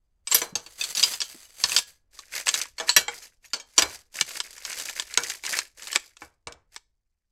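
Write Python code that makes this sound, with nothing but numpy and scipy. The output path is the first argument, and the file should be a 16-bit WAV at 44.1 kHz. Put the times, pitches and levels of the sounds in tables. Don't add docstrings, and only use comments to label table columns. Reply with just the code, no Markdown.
import sys
import numpy as np
from scipy import signal
from scipy.fft import rfft, irfft, next_fast_len
from scipy.io import wavfile
from scipy.ndimage import map_coordinates

SR = 44100
rng = np.random.default_rng(int(sys.argv[2]) if len(sys.argv) > 2 else 0)


def file_out(sig):
    cols = np.atleast_2d(sig).T
    lim = np.clip(cols, -1, 1)
    pcm = np.round(lim * 32767).astype(np.int16)
    wavfile.write(sys.argv[1], SR, pcm)


N = 322371
N_FFT = next_fast_len(N + SR // 2)
TOP_HZ = 15900


def amp(db):
    return 10 ** (np.asarray(db) / 20)


def unit(x):
    return x / np.sqrt(np.mean(x ** 2) + 1e-20)


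def decay(t, t60_s):
    return amp(-60 * t / t60_s)


def onset(t, tau_s):
    return 1 - np.exp(-t / tau_s)


def along(points, hz):
    freq_hz, values = np.transpose(points)
    return np.interp(np.log(hz + 1), np.log(freq_hz + 1), values)


def wobble(rate_hz):
    knots = rng.standard_normal(int(N * rate_hz / SR) + 4)
    return map_coordinates(knots, [np.arange(N) * rate_hz / SR])


def coloured(x, spectrum):
    gain = amp(along(spectrum, np.fft.rfftfreq(N_FFT, 1 / SR)))
    cepstrum = irfft(np.log(gain), N_FFT)
    cepstrum[1:N_FFT // 2] *= 2
    cepstrum[N_FFT // 2 + 1:] = 0
    return irfft(rfft(x, N_FFT) * np.exp(rfft(cepstrum)), N_FFT)[:N]


def bandpass(x, lo_hz, hi_hz, order=2):
    return signal.sosfilt(signal.butter(order, [lo_hz, hi_hz], 'band', fs=SR, output='sos'), x)


def band_noise(t, lo_hz, hi_hz):
    return unit(bandpass(rng.standard_normal(len(t)), lo_hz, hi_hz))


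def add(track, start_s, sound):
    i = max(round(start_s * SR), 0)
    track[i:i + len(sound)] += sound[:max(len(track) - i, 0)]


def struck(modes, t, scatter_db):
    hz, level_db, t60_s = np.transpose(modes)
    gains = amp(level_db + scatter_db * rng.standard_normal(len(hz))) * rng.choice([-1, 1], len(hz))
    return gains @ (np.sin(2 * np.pi * hz[:, None] * t) * decay(t, t60_s[:, None]))


def thump(t, hz, t60_s):
    return band_noise(t, hz / np.sqrt(2), hz * np.sqrt(2)) * decay(t, t60_s)


# freq_hz, density_db
RUMBLE_SPECTRUM = [(20, 2), (60, -0.5), (120, -16.5), (250, -25), (1000, -33.5), (8000, -54)]

def rumble():
    level_db = np.interp(np.arange(N) / SR, [0, 0.4, 6.7, 7.05], [-74, -66.5, -68.5, -83])
    return amp(level_db + 2 * wobble(1.7)) * unit(coloured(rng.standard_normal(N), RUMBLE_SPECTRUM))


# freq_hz, t60_s
ROOM_DECAY = [(100, 0.93), (400, 0.24), (2000, 0.23), (6000, 0.26), (15000, 0.14)]

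def workshop(x, early_db, tail_db):
    out, step = np.zeros(N), SR // 4
    for i in range(0, N, step):
        hz, t, noise = signal.stft(rng.standard_normal(SR // 2), SR, nperseg=256)
        _, tail = signal.istft(noise * decay(t, along(ROOM_DECAY, hz)[:, None]), SR, nperseg=256)
        tail *= onset(np.arange(len(tail)) / SR, 0.003)
        response = amp(tail_db) * tail / np.linalg.norm(tail)
        delays = (rng.uniform(0.0027, 0.016, size=8) * SR).astype(int)
        response[delays] += amp(early_db) * rng.choice([-1, 1], size=8)
        add(out, i / SR, signal.fftconvolve(x[i:i + step], response))
    return out


# start_s, level_db, pitch_hz
LOW_THUDS = [(0.525, -38.5, 200), (0.553, -35.5, 158.3), (1.345, -42, 282), (1.64, -35, 140),
             (2.97, -34.5, 150), (4.214, -33.5, 120.5), (5.175, -40, 134.6), (6.469, -37, 151.2)]

def thuds():
    out, t = np.zeros(N), np.arange(SR // 2) / SR
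    for start_s, level_db, hz in LOW_THUDS:
        tone = np.sin(2 * np.pi * hz * t) * decay(t, t60_s=0.03)
        add(out, start_s, amp(level_db) * (tone + thump(t, hz, t60_s=0.06)) * onset(t, 0.0013))
    return out


# freq_hz, level_db, t60_s
BLADE_MODES = [(9150, -1, .08), (10890, -1.5, .12), (11120, 0.5, .17), (12750, -4, .17), (14460, -9, .07)]

def knife(start_s, gain_db):
    out, t = np.zeros(N), np.arange(SR // 4) / SR
    buzz = bandpass(band_noise(t, 9000, 14000), 9000, 13500, order=3)
    chink = 0.5 * struck(BLADE_MODES, t, scatter_db=2)
    add(out, start_s, amp(gain_db) * (buzz + chink) * onset(t, 0.00069) * decay(t, t60_s=0.036))
    return out


# start_s, length_s, start_db, end_db
PUSHES = [(0.314, 0.086, -35, -36), (0.62, 0.22, -61, -59), (0.793, 0.13, -43, -44.5),
          (0.958, .08, -39.5, -33), (1.079, .09, -38, -45.5), (1.244, 0.31, -50, -62.5),
          (1.51, 0.13, -63.5, -44.5), (1.603, .155, -44.5, -31.5), (1.88, 0.09, -48, -73.5),
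          (2.144, 0.16, -57, -62.5), (2.334, 0.047, -40, -33), (2.469, 0.14, -40, -37),
          (2.794, 0.011, -46.5, -47), (2.881, .01, -34, -40), (3.121, 0.14, -45.5, -52),
          (3.449, 0.049, -57, -64.5), (3.673, .09, -69.5, -60), (3.797, 0.0034, -28.5, -34.5),
          (3.818, .14, -46, -48), (4.154, 0.039, -43, -36.5), (4.271, 0.1, -47, -39.5),
          (4.443, 0.32, -49.5, -55.5), (4.644, 0.17, -43.5, -38), (4.854, 0.047, -42.5, -40),
          (4.966, 0.051, -39.5, -45), (5.078, 0.076, -48, -49), (5.205, .12, -42, -40),
          (5.446, .13, -41.5, -33.5), (5.783, 0.16, -50.5, -44.5), (5.957, 0.005, -30.5, -44),
          (6.036, 0.1, -55.5, -74), (6.195, 0.053, -66, -57), (6.745, 0.024, -55.5, -71)]

def effort_db():
    rise_db_per_s, release_db_per_s = 802.5, 298.5
    t = np.arange(N) / SR
    level_db = np.full(N, -98.0)
    for start_s, length_s, start_db, end_db in PUSHES:
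        end_s = start_s + length_s
        fade_db = rise_db_per_s * np.maximum(start_s - t, 0) + release_db_per_s * np.maximum(t - end_s, 0)
        level_db = np.maximum(level_db, np.interp(t, [start_s, end_s], [start_db, end_db]) - fade_db)
    return level_db


def chatter(slips_per_s, spread_db, t60_s, hiss):
    when, draw = rng.random((int(slips_per_s * N / SR), 2)).T
    size = amp(spread_db * np.minimum(-np.log(1 - draw), np.e))
    slip_energy = np.bincount((when * N).astype(int), size ** 2, N)
    power = signal.lfilter([1], [1, -decay(1 / SR, t60_s) ** 2], slip_energy)
    return unit(np.sqrt(power / power.mean() + hiss ** 2) * rng.standard_normal(N))


# freq_hz, width_hz, level_db
BENDING_MODES = [(3460, 10, -6.5), (4780, 380, -2.5), (6340, 590, -2), (7580, 720, -1.5), (9300, 27, 0.5),
                 (10800, 83, 3.5), (12650, 280, 0.5)]

def through_strips(friction, ring):
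    f = np.fft.rfftfreq(N_FFT, 1 / SR)
    resonance = sum(amp(db) * 1j * f * width_hz / (hz * hz - f * f + 1j * f * width_hz)
                    for hz, width_hz, db in BENDING_MODES)
    return unit(irfft(rfft(friction, N_FFT) * (1 + ring * resonance), N_FFT)[:N])


# freq_hz, density_db
DRAG_SPECTRUM = [(60, -11), (300, -9), (500, -3.5), (1000, -5), (2000, 0.5), (3200, -2), (4900, -4.5),
                 (7500, -8), (9000, -5), (13000, -11), (16000, -16)]
# freq_hz, density_db
RUB_SPECTRUM = [(60, -21.5), (250, -11.5), (500, -3), (1200, -7.5), (2000, -5), (3200, -5.5), (4900, 0),
                (7700, -3.5), (9500, -5.5), (13000, -10), (16000, -23.5)]

def sliding():
    push_db, usual_push_db = effort_db(), -41.5
    lifted = np.clip((np.arange(N) / SR - 1.85) / 0.32, 0, 1)
    drag = coloured(chatter(slips_per_s=980, spread_db=3.5, t60_s=0.012, hiss=0.49), DRAG_SPECTRUM)
    rub = coloured(chatter(slips_per_s=560, spread_db=7, t60_s=0.021, hiss=0.47), RUB_SPECTRUM)
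    rasp = bandpass(chatter(slips_per_s=240, spread_db=8.5, t60_s=0.02, hiss=0.35), 1550, 2550)
    rasp_db = -3.5 + np.maximum(push_db - usual_push_db, 0)
    in_hands = amp(2.5) * through_strips(rub, ring=0.9) + amp(rasp_db) * unit(rasp)
    in_hands *= amp(1.7 * wobble(45))
    on_board = amp(4.5 + 2 * wobble(40)) * through_strips(drag, ring=3.7)
    return amp(push_db) * ((1 - lifted) * on_board + lifted * in_hands)


def ticks(per_s, centre_hz, body_db, treble_db):
    out, push_db = np.zeros(N), effort_db()
    for when, size, pitch in rng.random((int(per_s * N / SR), 3)):
        i = int(when * N)
        snap_db = push_db[i] + 3 + 3.5 * (2 * size - 1)
        hz = centre_hz * 2 ** (pitch - 0.5)
        add(out, i / SR, click(i / SR, snap_db, snap_db + body_db, snap_db + treble_db, hz))
    return out


# time_s, grip
HAND_GRIP = [(0.4, 0.24), (1.75, 0.64), (2.2, 0.77), (2.65, 0.98), (2.8, .1), (3.55, 0), (3.8, 0.53),
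             (4.2, 1), (6.8, 0.99)]

def grip_at(time_s):
    return np.interp(time_s, *np.transpose(HAND_GRIP))


# freq_hz, level_db, t60_s
LOOSE_STRIP_MODES = [(1340, -8.5, 0.2), (1670, -4.5, 0.32), (2900, -5.5, 0.14), (3110, -2.5, 0.28),
                     (3185, 1.5, .2), (4086, -1, 0.26), (4442, -0.5, .2), (4940, -3, 0.26), (5944, 3, .22),
                     (7045, -1.5, .2), (7736, -1, .2)]

def sympathetic_ring(gain_db):
    out, t = np.zeros(N), np.arange(SR // 3) / SR
    for start_s, snap_db, *_ in STRIP_HITS + LANDINGS:
        ring = struck(LOOSE_STRIP_MODES, t, scatter_db=6.5) * onset(t, 0.002)
        add(out, start_s, (1 - grip_at(start_s)) * amp(snap_db + gain_db) * ring)
    return out


# freq_hz, level_db, t60_s
BOARD_MODES = [(324, -6.5, 0.074), (476, -6, 0.19), (650, -8.5, 0.18), (833, -4, 0.09), (956, -3, 0.057),
               (1050, -0.5, 0.057)]
# freq_hz, level_db, t60_s
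BUNDLE_MODES = [(981.4, -2, 0.08), (1130, -3, 0.1), (1405, -1.5, 0.066), (1745, 3.5, 0.07),
                (2210, 1.5, 0.095), (2302, -1.5, 0.21)]
# start_s, snap_db, body_db,
# pitch_hz, treble_db, board_db, bench_db
LANDINGS = [(0.345, -10.5, -22.5, 5910, -8.5, -36, -58), (0.4166, -13.5, -26, 6000, -46.5, -32.5, -61.5),
            (0.5537, -9.5, -34, 6410, -37, -39, -66.5), (0.6625, -29, -49, 4535, -53, -55, -73),
            (1.6378, -2, -22.5, 4390, -37, -46, -53.5), (2.7991, -17.5, -28, 3390, -72, -32.5, -62),
            (2.9638, 1.5, -11, 5716, -12, -31, -51), (3.0806, -17.5, -22, 3217, -56, -41, -71),
            (3.5331, -11, -27.5, 4520, -43, -38, -68.5), (3.7794, 1, -23.5, 7150, -40, -24, -52.5),
            (3.8213, -5, -18.5, 4860, -25, -30, -43), (5.1739, -1.5, -15.5, 6610, -29.5, -31.5, -51.5),
            (6.2186, -36.5, -35.5, 2676, -63, -46.5, -56), (6.4708, -23.5, -32, 2800, -66, -39, -46.5)]

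def knocks(board_gain_db, jostle_gain_db, bench_gain_db):
    out, t = np.zeros(N), np.arange(SR // 2) / SR
    for start_s, _, body_db, _, _, board_db, bench_db in LANDINGS:
        board = 1.1 * struck(BOARD_MODES, t, scatter_db=5.5)
        board += 0.6 * band_noise(t, 300, 1400) * decay(t, t60_s=0.28)
        jostle = 0.8 * band_noise(t, 1400, 1600) * decay(t, t60_s=0.19)
        jostle += 1.1 * struck(BUNDLE_MODES, t, scatter_db=0.5)
        knock = amp(board_db + board_gain_db) * board + amp(body_db + jostle_gain_db) * jostle
        knock += amp(bench_db + bench_gain_db) * thump(t, hz=70.5, t60_s=0.33)
        add(out, start_s, knock * onset(t, 0.0015))
    return out


def strip(t, hz, t60_s, neighbours_db, scatter_db):
    series = (2 * np.arange(2, 15) + 1) ** 2
    best = np.argmin(np.abs(series * rng.uniform(15, 26) - hz))
    modes_hz = hz * series / series[best]
    level_db = neighbours_db + scatter_db * rng.standard_normal(len(series))
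    level_db[best] = 0
    modes_t60_s = t60_s * (hz / modes_hz) ** 0.077
    phase = rng.uniform(0, 2 * np.pi, (len(series), 1))
    partials = np.sin(2 * np.pi * modes_hz[:, None] * t + phase) * decay(t, modes_t60_s[:, None])
    return (amp(level_db) * (modes_hz < TOP_HZ)) @ partials


def click(start_s, snap_db, body_db, treble_db, pitch_hz):
    t = np.arange(SR // 8) / SR
    grip = grip_at(start_s)
    t60_s = np.interp(grip, [0, 1], [0.058, 0.018])
    partner_hz = np.interp(grip, [0, 1], [5560, 2455]) * np.exp(0.24 * rng.standard_normal())
    knots_s = t[::90]
    buzz = amp(4 * np.interp(t, knots_s, rng.standard_normal(len(knots_s))))
    contact = 1.25 * np.exp(-(t / 0.0016) ** 2) + 0.53 * buzz * decay(t, 2.4 * t60_s)
    scratch = contact * rng.standard_normal(len(t))
    first = strip(t, pitch_hz, 1.113 * t60_s, neighbours_db=-18.5, scatter_db=5.5)
    partner = strip(t, partner_hz, 1.113 * t60_s, neighbours_db=-12.5, scatter_db=7)
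    bundle = struck(BUNDLE_MODES, t, scatter_db=4.5) * decay(t, 3 * t60_s)
    ring = min(pitch_hz / 4500, 1) * first + 0.63 * (partner_hz / 5500) ** 0.73 * partner + 0.23 * bundle
    ring *= np.interp(grip, [0, 1], [2.4, 1])
    bands = [(290, 900, 3, 0.36, body_db - 14.5),
             (900, 2500, 3, 0.97, body_db),
             (2500, 8500, 7, 0.55, snap_db),
             (9000, 13500, 3, 1.0, treble_db)]
    out, attack = np.zeros(len(t)), t < 0.005
    for lo_hz, hi_hz, order, ring_share, attack_db in bands:
        band = bandpass(onset(t, 0.0006) * (scratch + ring_share * ring), lo_hz, hi_hz, order)
        out += amp(attack_db) * band / np.std(band[attack])
    return out


# start_s, snap_db, body_db, pitch_hz
STRIP_HITS = [(0.2719, -16, -36, 8080), (0.314, -8, -30.5, 7440), (0.3209, -8, -25.5, 7670),
              (0.3493, -5.5, -35.5, 5860), (0.8108, -11, -36.5, 4650), (0.8378, -13, -38.5, 4380),
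              (0.9496, -15, -49.5, 4850), (0.9702, -12, -40, 4590), (0.9767, -13, -37, 6010),
              (0.9951, -10.5, -39.5, 4410), (1.0283, -4, -27, 3265), (1.0354, -0.5, -31.5, 4890),
              (1.1361, -18.5, -36, 5040), (1.2032, -13, -37, 5590), (1.216, -11, -29, 4630),
              (1.6938, -16, -34.5, 6130), (1.718, -12.5, -29.5, 2540), (1.7637, -1.5, -21, 4640),
              (1.7778, -10, -31.5, 5000), (1.7855, -8, -27, 7600), (2.1894, -26, -39, 4010),
              (2.416, -44, -56, 8200), (2.469, -13.5, -20.5, 2540), (2.481, -9.5, -21.5, 8040),
              (2.4883, -4, -21, 6400), (2.5404, -7, -24.5, 3840), (2.6147, -12, -34, 6140),
              (2.6548, -31.5, -38, 3360), (2.7814, -22, -34, 4410), (2.8916, -3, -19, 4096),
              (2.9687, -5, -25, 3280), (3.5988, -27, -41.5, 6480), (3.7845, -1.5, -18.5, 5810),
              (4.2102, -4, -18.5, 6150), (4.3068, -30, -38, 5350), (4.4017, -11.5, -27, 5010),
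              (4.5796, -31, -42, 7300), (4.6502, -17, -34.5, 6520), (4.729, -20.5, -45, 6060),
              (4.7982, -20, -36.5, 7450), (4.8954, -22, -33, 4540), (4.997, -11, -26.5, 4900),
              (5.0216, -27, -37.5, 4340), (5.1395, -18, -43.5, 4330), (5.235, -16.5, -48, 6340),
              (5.2985, -16, -41, 6500), (5.437, -25.5, -30.5, 3920), (5.451, -20, -32, 4140),
              (5.464, -15, -36, 5180), (5.5883, -8.5, -22, 4200), (5.8214, -27, -44, 7370),
              (5.8707, -23, -37, 6000), (5.9289, -14.5, -29, 5400), (5.9584, -4, -13, 2460),
              (6.1679, -35.5, -48.5, 2670), (6.5226, -30.5, -51, 5350), (6.762, -24, -34.5, 4850)]

def clacks(snap_gain_db, body_gain_db):
    out = np.zeros(N)
    for start_s, snap_db, body_db, hz in STRIP_HITS:
        treble_db = snap_db + snap_gain_db - 22
        add(out, start_s, click(start_s, snap_db + snap_gain_db, body_db + body_gain_db, treble_db, hz))
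    for start_s, snap_db, body_db, hz, treble_db, *_ in LANDINGS:
        clack = click(start_s, snap_db + snap_gain_db, body_db + body_gain_db, treble_db - 4, hz)
        add(out, start_s, clack)
    return out


def scene():
    near = clacks(snap_gain_db=-11, body_gain_db=-4.5)
    near += ticks(per_s=14, centre_hz=5420, body_db=-12.5, treble_db=-7)
    near += knocks(board_gain_db=1, jostle_gain_db=-15, bench_gain_db=-1)
    near += thuds() + knife(start_s=0.35, gain_db=-17.5) + sliding()
    near += sympathetic_ring(gain_db=-37.5)
    return (near + workshop(near, early_db=-26.5, tail_db=-21.5) + rumble())[None]


def record(dry):
    rounded = dry / (1 + dry ** 4) ** (1 / 4)
    lowpass = np.clip((TOP_HZ - np.fft.rfftfreq(N_FFT, 1 / SR)) / 300 + 0.5, 0, 1)
    return irfft(rfft(rounded, N_FFT) * lowpass, N_FFT)[..., :N]


dry = scene()
out = record(dry)
file_out(out)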